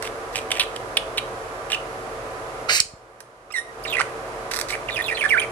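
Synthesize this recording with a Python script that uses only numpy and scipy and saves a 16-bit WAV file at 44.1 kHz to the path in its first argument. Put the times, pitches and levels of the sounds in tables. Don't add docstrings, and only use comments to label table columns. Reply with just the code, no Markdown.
import sys
import numpy as np
from scipy import signal
from scipy.fft import rfft, irfft
from scipy.io import wavfile
from scipy.ndimage import uniform_filter1d, minimum_filter1d

SR = 44100
rng = np.random.default_rng(int(sys.argv[2]) if len(sys.argv) > 2 else 0)


def materialize(psi):
    bounded = np.clip(np.atleast_2d(psi).T, -1, 1)
    quanta = np.round(bounded * 32767).astype(np.int16)
    wavfile.write(sys.argv[1], SR, quanta)


N = 242991
TIME = np.arange(N) / SR

# centre_hz, width_hz, level_db
SQUAWK_THROAT = [(2050, 1100, -1.5), (4470, 700, 2), (5300, 550, 0.5), (6500, 1800, -4.5),
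                 (9000, 2200, -10), (13820, 770, -15)]
# centre_hz, width_hz, level_db
OPEN_BEAK = [(1670, 660, 3.5), (4430, 2200, 0.5), (5900, 1500, 0), (7900, 610, -3), (10000, 1540, -7),
             (13800, 830, -14)]


def from_db(db):
    return 10 ** (np.asarray(db) / 20)


def rms_one(x):
    return x / np.sqrt(np.mean(x ** 2) + 1e-20)


def at_hz(points, hz):
    known_hz, values = np.transpose(points)
    return np.interp(np.log(np.maximum(hz, 1)), np.log(known_hz), values)


def colour(x, points):
    size = x.shape[-1]
    gain = from_db(at_hz(points, np.fft.rfftfreq(size, 1 / SR)))
    return irfft(rfft(x) * gain, size)


def drift(rate_hz):
    hz = np.fft.rfftfreq(N, 1 / SR)
    return rms_one(irfft(rfft(rng.standard_normal(N)) / (1 + (hz / rate_hz) ** 4), N))


def resonate(x, modes, low_cut_hz):
    out = 0
    for k, (hz, width, db) in enumerate(modes):
        radius = np.exp(-np.pi * width / SR)
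        poles = [1, -2 * radius * np.cos(2 * np.pi * hz / SR), radius * radius]
        zeros = np.array([1, 0, -1]) * (1 - radius * radius) / 2
        out = out + (-1) ** k * from_db(db) * signal.lfilter(zeros, poles, x)
    return signal.sosfilt(signal.butter(2, low_cut_hz, "high", fs=SR, output="sos"), out)


def notch(x, hz, width_hz):
    return signal.lfilter(*signal.iirnotch(hz, hz / width_hz, SR), x)


def gate(start, end, edge_s):
    span = np.flatnonzero((TIME > start - edge_s) & (TIME < end + edge_s))
    inside = np.minimum(TIME[span] - start, end - TIME[span])
    return span, np.sin(np.pi / 4 * np.clip(1 + inside / edge_s, 0, 2)) ** 2


def slaps(rate_hz, jitter, spread_db, air):
    cycles = np.cumsum(rate_hz * np.exp(jitter * drift(rate_hz))) / SR
    strength = from_db(spread_db * np.clip(rng.standard_normal(N), -2, 2))
    pulses = np.diff(np.floor(cycles), prepend=0) * strength
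    return rms_one(pulses) + air * rng.standard_normal(N)


def syllables(voice, rows, edge_s):
    out = np.zeros(N)
    for start, end, db in rows:
        span, envelope = gate(start, end, edge_s)
        burst = rms_one(voice[span] * envelope)
        out[span] += from_db(db) * burst * np.sqrt(np.mean(envelope ** 2))
    return out


def repeats(start, end, gap_s, db, spread_db, jitter=0.11):
    times = np.arange(start, end, gap_s)
    late, loud = rng.standard_normal((32, 2))[:len(times)].T
    return [(s + jitter * gap_s * a, db + spread_db * b) for s, a, b in zip(times, late, loud)]


def fan(rush_db=-35.0, tones_db=-1.5, waver_hz_at_500=3.86, waver_db=2.0):
    # pitch_hz, level_db (per Hz)
    rush_colour = [(18, -35), (30, -8), (71, -15.5), (125, -8), (162, -18.5), (363, -8.5), (402, -11.5),
                   (446, 0), (482, -4.5), (770, -6), (854, -10.5), (1200, -7), (3380, -26.5),
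                   (11200, -32.5), (14800, -59.5)]
    # pitch_hz, level_db
    tone_rows = [(43.1, -51), (118.4, -53), (371.4, -47), (446.8, -43), (549.1, -45), (646.0, -45.5),
                 (759.0, -46.5), (893.6, -55), (995.9, -47.5), (1184, -48.5)]
    # pitch_hz, likeness (-1 to 1)
    likeness = [(60, 1), (300, 0.81), (700, 0.84), (1500, -0.36), (3000, 0), (12000, 0)]
    # pitch_hz, level_db
    lean = [(600, 0), (1400, 5), (2500, 6), (5000, 1), (9000, 0.5)]
    alike = np.clip(at_hz(likeness, np.fft.rfftfreq(N, 1 / SR)), -1, 1)
    mid, side = rfft(rng.standard_normal((2, N)))
    stereo = mid * np.sqrt(1 + alike) + side * np.sqrt(1 - alike) * [[1], [-1]]
    air = colour(irfft(stereo, N), rush_colour)
    air *= from_db(rush_db) / np.std(air.mean(axis=0))
    tones = 0
    for hz, db in tone_rows:
        phase = 2 * np.pi * np.cumsum(hz + waver_hz_at_500 * hz / 500 * drift(11.83)) / SR
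        tone = np.sin(phase) * from_db(waver_db * drift(4.1))
        tones = tones + from_db(db + tones_db) * rms_one(tone)
    left, right = air + tones
    left = colour(left, [(hz, -db / 2) for hz, db in lean])
    right = colour(right, [(hz, db / 2) for hz, db in lean])
    return np.array([left, right])


def room(x, t60_s=0.35, wet_db=-10.5, first_s=0.0017, left_db=-3.0, early=1.0, early_s=.015,
         wall_hz=4500, treble_s=0.14):
    # pitch_hz, level_db
    reply_colour = [(500, -4.5), (2500, 1), (5000, 0.5), (9000, 6), (15000, -6)]
    age = TIME[:SR * 3 // 4]
    tail = colour(rng.standard_normal((2, len(age))), reply_colour)
    tail = tail * from_db(-60 * age / t60_s) * (age > first_s)
    dull = signal.sosfilt(signal.butter(1, wall_hz, fs=SR, output="sos"), tail)
    tail = dull + (tail - dull) * np.exp(-age / treble_s)
    tail *= 1 + early * np.exp(-age / early_s)
    tail /= np.sqrt(np.sum(tail ** 2, axis=1, keepdims=True))
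    reply = signal.fftconvolve(x[None], tail, axes=1)[:, :N]
    return reply * from_db([[wet_db + left_db], [wet_db]])


def steps(thump_hz=110, decay_s=0.0014):
    # start_s, level_db (before damping)
    thumps = [(2.804, -7), (2.854, -15), (2.936, -7)]
    out = np.zeros(N)
    for s, db in thumps:
        age = np.maximum(TIME - s, 0)
        decay = np.exp(-np.minimum(age / decay_s, 50))
        out += from_db(db) * np.sin(2 * np.pi * thump_hz * age) * decay
    return out


def crackles(trail_s=0.046, trail_db=-16):
    # start_s, length_s, level_db
    crackle_rows = [(0.024, 0.0041, -19.5), (0.327, .019, -38), (0.363, 0.0086, -25.5),
                    (4.512, 0.0124, -21.5), (4.685, 0.041, -28)]
    voice = resonate(slaps(330, jitter=0.48, spread_db=-6, air=1.0), OPEN_BEAK, low_cut_hz=530)
    bursts = [(start, start + length, db) for start, length, db in crackle_rows]
    trails = [(end, end + trail_s, db + trail_db) for _, end, db in bursts]
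    return syllables(notch(voice, hz=3100, width_hz=120), bursts + trails, edge_s=0.00087)


def clicks(scrape=0.17, scrape_s=0.0022, rattle_spread_db=3):
    # start_s, peak_db
    single = [(0.026, -22), (0.357, -30), (0.7607, -23.5), (3.2047, -10.5), (3.8266, -40), (4.6127, -9.5)]
    # start_s, end_s, gap_s, peak_db
    rattles = [(4.5377, 4.58, .0076, -13), (4.589, 4.606, 0.0097, -13)]
    out, age = np.zeros(N), TIME[:SR // 100]
    rattling = [click for rattle in rattles for click in repeats(*rattle, rattle_spread_db)]
    for s, db in single + rattling:
        impulse = (age == 0) + scrape * rng.standard_normal(len(age)) * np.exp(-age / scrape_s)
        rung = notch(resonate(impulse, OPEN_BEAK, low_cut_hz=340), hz=3000, width_hz=1100)
        at = round(s * SR)
        out[at:at + len(age)] += from_db(db) * rung / np.abs(rung).max()
    return out


def mutters(gap_s=.0095, length_s=0.0058, centre_hz=2720, spread_db=2.5):
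    # start_s, end_s, level_db
    spells = [(0.044, 0.073, -31), (0.349, 0.394, -27.5), (0.506, 0.588, -29), (0.623, 0.641, -22.5),
              (1.7, 1.757, -26.5)]
    return [(s, length_s, db, centre_hz) for start, end, level in spells
            for s, db in repeats(start, end, gap_s, level, spread_db)]


def clucks(rest_hz=3000, fade_db=10.5, crack_db=-1.0, crack_s=0.0013, edge_s=.0009):
    # start_s, length_s, level_db, centre_hz
    cluck_rows = [(0.357, 0.0026, -18, 2720), (0.5163, 0.0062, -15, 3000), (0.57, 0.0062, -27, 2250),
                  (0.5963, .025, -13.5, 3220), (0.763, 0.0025, -23, 3250), (0.97, 0.0087, -11, 3100),
                  (1.175, 0.011, -24, 3240), (1.18, 0.011, -18, 3020), (1.719, 0.007, -22, 3100),
                  (3.204, 0.003, -26, 1860)]
    # centre_hz, width_hz, level_db
    rest_throat = [(2750, 1150, 8), (3500, 1560, 2.5), (7860, 1900, -21), (9500, 330, -12),
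                   (13800, 1000, -44)]
    out, source = np.zeros(N), slaps(750, jitter=.3, spread_db=0.0, air=0.78)
    open_voice = rms_one(resonate(rng.standard_normal(N), OPEN_BEAK, low_cut_hz=2800))
    for start, length, db, centre_hz in cluck_rows + mutters():
        span, envelope = gate(start, start + length, edge_s)
        throat = [(hz * centre_hz / rest_hz, width, level) for hz, width, level in rest_throat]
        excitation = source[:span[-1] + 1][-len(span) - SR // 100:]
        voice = resonate(excitation, throat, low_cut_hz=900)
        voice = notch(voice, hz=6460, width_hz=730)[-len(span):]
        age = TIME[span] - TIME[span[0]]
        crack = 2 * from_db(crack_db) * open_voice[span] * np.exp(-age / crack_s)
        fading = rms_one(voice * from_db(-fade_db * age / age[-1]))
        out[span] += from_db(db) * envelope * (fading + crack)
    return out


def snap():
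    # start_s, end_s, level_db
    bursts = [(2.8008, 2.805, 7.5)]
    # centre_hz, width_hz, level_db
    modes = [(4500, 640, 8), (5300, 560, 8), (7100, 1600, 1), (9180, 1000, -13.5)]
    voice = resonate(slaps(1100, jitter=0.38, spread_db=-0.5, air=0.244), modes, low_cut_hz=1500)
    return syllables(voice, bursts, edge_s=0.00037)


def squawk(bright_hz=3500):
    # start_s, level_db, brightness_db
    squawk_course = [(2.682, -42.5, -5), (2.693, -8, -19), (2.71, -7.5, -15.5), (2.73, -13, -2.5),
                     (2.765, -8.5, -0.5), (2.785, -7, -1), (2.8, -11, -5.5), (2.808, -26, 13)]
    s, db, bright_db = np.transpose(squawk_course)
    voice = resonate(slaps(900, jitter=.5, spread_db=1, air=0.8), SQUAWK_THROAT, low_cut_hz=1500)
    voice = rms_one(notch(voice, hz=3400, width_hz=960))
    dull = signal.sosfiltfilt(signal.butter(2, bright_hz, fs=SR, output="sos"), voice)
    voice = dull + (voice - dull) * from_db(np.interp(TIME, s, bright_db))
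    return voice * from_db(np.interp(TIME, s, db)) * (TIME > s[0]) * (TIME < s[-1])


def glide(start, length, first_hz, last_hz, db, sag=.035):
    along = np.linspace(0, 1, 9)
    pitch = (first_hz + (last_hz - first_hz) * along) * (1 - sag * np.sin(np.pi * along))
    return np.column_stack([start + length * along, pitch, np.full_like(along, db)])


def song(level_whistle_db=19.0, level_overtones_db=-13.0, level_rough=0.094,
         swoop_db=5.0, swoop_overtones_db=-31.0, swoop_rough=.05):
    # start_share, length_share, first_hz, last_hz, level_db, overtones_db
    phrase = [(0, 0.205, 4090, 3520, -27.5, -9), (.22, 0.167, 3585, 3400, -25.5, -5),
              (0.428, 0.162, 2940, 2350, -19, -17), (0.602, 0.075, 2595, 2374, -16.5, -28),
              (.74, .07, 1950, 1850, -17, -20), (.85, 0.154, 2025, 1880, -16.5, -26.5)]
    # start_s, length_s, pitch_ratio, level_db, swell_db (over the run), overtones_db, roughness (0-1)
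    runs = [(3.8694, 0.13, 1.03, -1.5, 1, 2, 0.35), (4.918, 0.096, 1.0, -2.5, 0, 2, 0.26),
            (5.039, .098, 1, -0.5, -2, 1.5, 0.19), (5.166, 0.098, 0.91, -3, 7.5, 0.5, 0.24)]
    # start_s, length_s, first_hz, last_hz, level_db, overtones_db, roughness (0-1)
    chips = [(1.7303, 0.0059, 3016, 2960, -12.5, -17, 0.15), (1.738, .014, 2974, 2693, -20, -20, 0.44),
             (2.687, .013, 1330, 1550, -20, -26, 0.1), (2.781, 0.033, 2490, 2500, -10, -25, 0.68),
             (3.504, 0.011, 1267, 1280, -20, -11.5, 0.2), (3.52, 0.012, 2600, 2980, -21, 2.5, 0.16),
             (3.838, 0.0084, 4550, 5700, -30, 2, 0.2), (3.85, 0.017, 3000, 1610, -24.5, -19, 0.3),
             (3.994, 0.012, 1498, 1137, -15.5, -9.5, 0.32), (4.007, .01, 1453, 1980, -13, -22, 0.61),
             (4.703, 0.0066, 2440, 1820, -21.5, -1.5, 0.35), (4.725, 0.021, 2220, 2480, -21.5, -14.5, .3),
             (4.749, 0.0059, 1800, 2050, -21, -21, 0.58), (4.885, 0.018, 2810, 1680, -21.5, -24, 0.34),
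             (4.905, .005, 4080, 3800, -28, -14, .4), (5.019, 0.011, 3500, 3570, -28, 0.5, 0.2),
             (5.147, 0.017, 4250, 4100, -28, -8, 0.26), (5.171, .014, 2890, 1880, -24.5, -20, 0.46),
             (5.282, 0.004, 3830, 4080, -29, 4, 0.4), (5.29, .013, 3400, 2750, -22.5, -5, 0.2),
             (5.306, 0.011, 2334, 2410, -11.5, -22, 0.1), (5.396, 0.0084, 3330, 3100, -19, -2.5, 0.27),
             (5.417, 0.0037, 2450, 2520, -15.5, -14, 0.14), (5.422, 0.029, 2557, 2225, -25, -20, .4)]
    # start_s, pitch_hz, level_db
    level_whistle = [(3.538, 2170, -34), (3.544, 2102, -28.5), (3.556, 2020, -29), (3.562, 1915, -25.5),
                     (3.58, 1855, -28.5), (3.586, 1860, -24.5), (3.625, 1930, -56)]
    # start_s, pitch_hz, level_db
    swoop = [(5.321, 2237, -16.5), (5.335, 1866, -17), (5.353, 1478, -20.5), (5.365, 1352, -25.5),
             (5.375, 1611, -17.5), (5.381, 2170, -18), (5.383, 2350, -18.5), (5.392, 2350, -19.5)]
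    notes = []
    for start, length, ratio, run_db, swell_db, run_overtones, rough in runs:
        for at, share, first, last, db, overtones in phrase:
            course = glide(start + at * length, share * length, ratio * first, ratio * last,
                           db + run_db + swell_db * at)
            notes.append((course, overtones + run_overtones, rough))
    notes += [(glide(*course), overtones, rough) for *course, overtones, rough in chips]
    notes.append((np.array(level_whistle) + [0, 0, level_whistle_db], level_overtones_db, level_rough))
    notes.append((np.array(swoop) + [0, 0, swoop_db], swoop_overtones_db, swoop_rough))
    return notes


def whistles(wobble=0.13, flutter_db=10.0, overtone_db=-4.5, rasp_db=-14.0, edge_s=.0015,
             buzz_hz=680, grain_db=5.0):
    # pitch_hz, level_db
    overtone_strength = [(2500, 8.5), (4000, 0), (5600, -3), (7000, -17), (8300, 0), (9800, -0.5),
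                         (11000, -21), (12300, -26), (14000, -8), (16000, -18)]
    out, shake, flutter = np.zeros(N), drift(455), drift(350)
    rasp_source = slaps(600, jitter=0.42, spread_db=-3.5, air=0.53)
    rasp = rms_one(resonate(rasp_source, SQUAWK_THROAT[:-1], low_cut_hz=830))
    buzz = np.sin(2 * np.pi * np.cumsum(buzz_hz * np.exp(.25 * drift(60))) / SR)
    for course, overtones, rough in song():
        s, hz, db = course.T
        span, envelope = gate(s[0], s[-1], edge_s)
        pitch = np.interp(TIME[span], s, hz)
        phase = 2 * np.pi * np.cumsum(pitch * (1 + wobble * rough * shake[span])) / SR
        tone = np.sin(phase)
        for k in range(2, 7):
            partial_db = overtones + overtone_db + at_hz(overtone_strength, k * pitch)
            unsteady_db = grain_db * np.roll(flutter, k * SR // 2)[span]
            tone += from_db(partial_db + unsteady_db) * np.sin(k * phase) * (k * pitch < SR / 2)
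        tone = tone * (1 + rough * buzz[span]) + rough * from_db(rasp_db) * rasp[span]
        pressure = from_db(flutter_db * rough * flutter[span])
        level = from_db(np.interp(TIME[span], s, db))
        out[span] += level * envelope * rms_one(tone * pressure)
    return out


def ports(x, shadow, lag_s):
    return np.array([colour(np.interp(TIME + lag_s, TIME, x), shadow), x])


def scene():
    # pitch_hz, level_db
    head_shadow = [(700, -12), (1300, -10), (2300, -12), (4300, -10), (8000, -19), (14000, -23)]
    # pitch_hz, level_db
    cluck_shadow = [(1200, 0.5), (2300, -13.5), (4300, -3.5), (8000, 7), (10500, 1), (14000, -9)]
    # pitch_hz, level_db
    squawk_shadow = [(1300, -9), (4300, -9.5), (8000, 1), (14000, -11)]
    warble = whistles()
    clucking = from_db(0.23) * clucks()
    chatter = from_db(-1.5) * crackles() + from_db(4.0) * clicks()
    harsh = from_db(-1.0) * squawk() + snap()
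    direct = ports(warble + chatter, head_shadow, lag_s=.00009)
    direct = direct + ports(clucking, cluck_shadow, lag_s=.00008)
    direct = direct + ports(harsh, squawk_shadow, lag_s=0.000212)
    reply = room(warble + chatter + from_db(-1.5) * clucking + harsh)
    return direct + reply + fan() + steps()


def gain_control(x, threshold_db=-20.5, sense_hz=4500, window_s=0.071, hold_s=0.65,
                 release_db_per_s=36.0, attack_s=0.02):
    treble = signal.sosfilt(signal.butter(2, sense_hz, "high", fs=SR, output="sos"), x[1])
    power = uniform_filter1d(treble ** 2, int(window_s * SR))
    excess_db = np.maximum(10 * np.log10(np.maximum(power, 1e-12)) - threshold_db, 0)
    hold = int(hold_s * SR) // 2
    held_db = -minimum_filter1d(-excess_db, 2 * hold + 1, origin=hold, mode="constant")
    release_db = release_db_per_s * TIME
    cut_db = np.maximum.accumulate(held_db + release_db) - release_db
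    smooth = np.exp(-1 / (attack_s * SR))
    return x * from_db(-signal.lfilter([1 - smooth], [1, -smooth], cut_db))


def record(dry):
    rumble_cut = signal.butter(6, 36, "high", fs=SR, output="sos")
    top_cut = signal.ellip(10, .2, 80, 14800, fs=SR, output="sos")
    controlled = gain_control(signal.sosfilt(rumble_cut, dry))
    return signal.sosfilt(top_cut, np.clip(controlled, -1, 1))


dry = scene()
out = record(dry)
materialize(out)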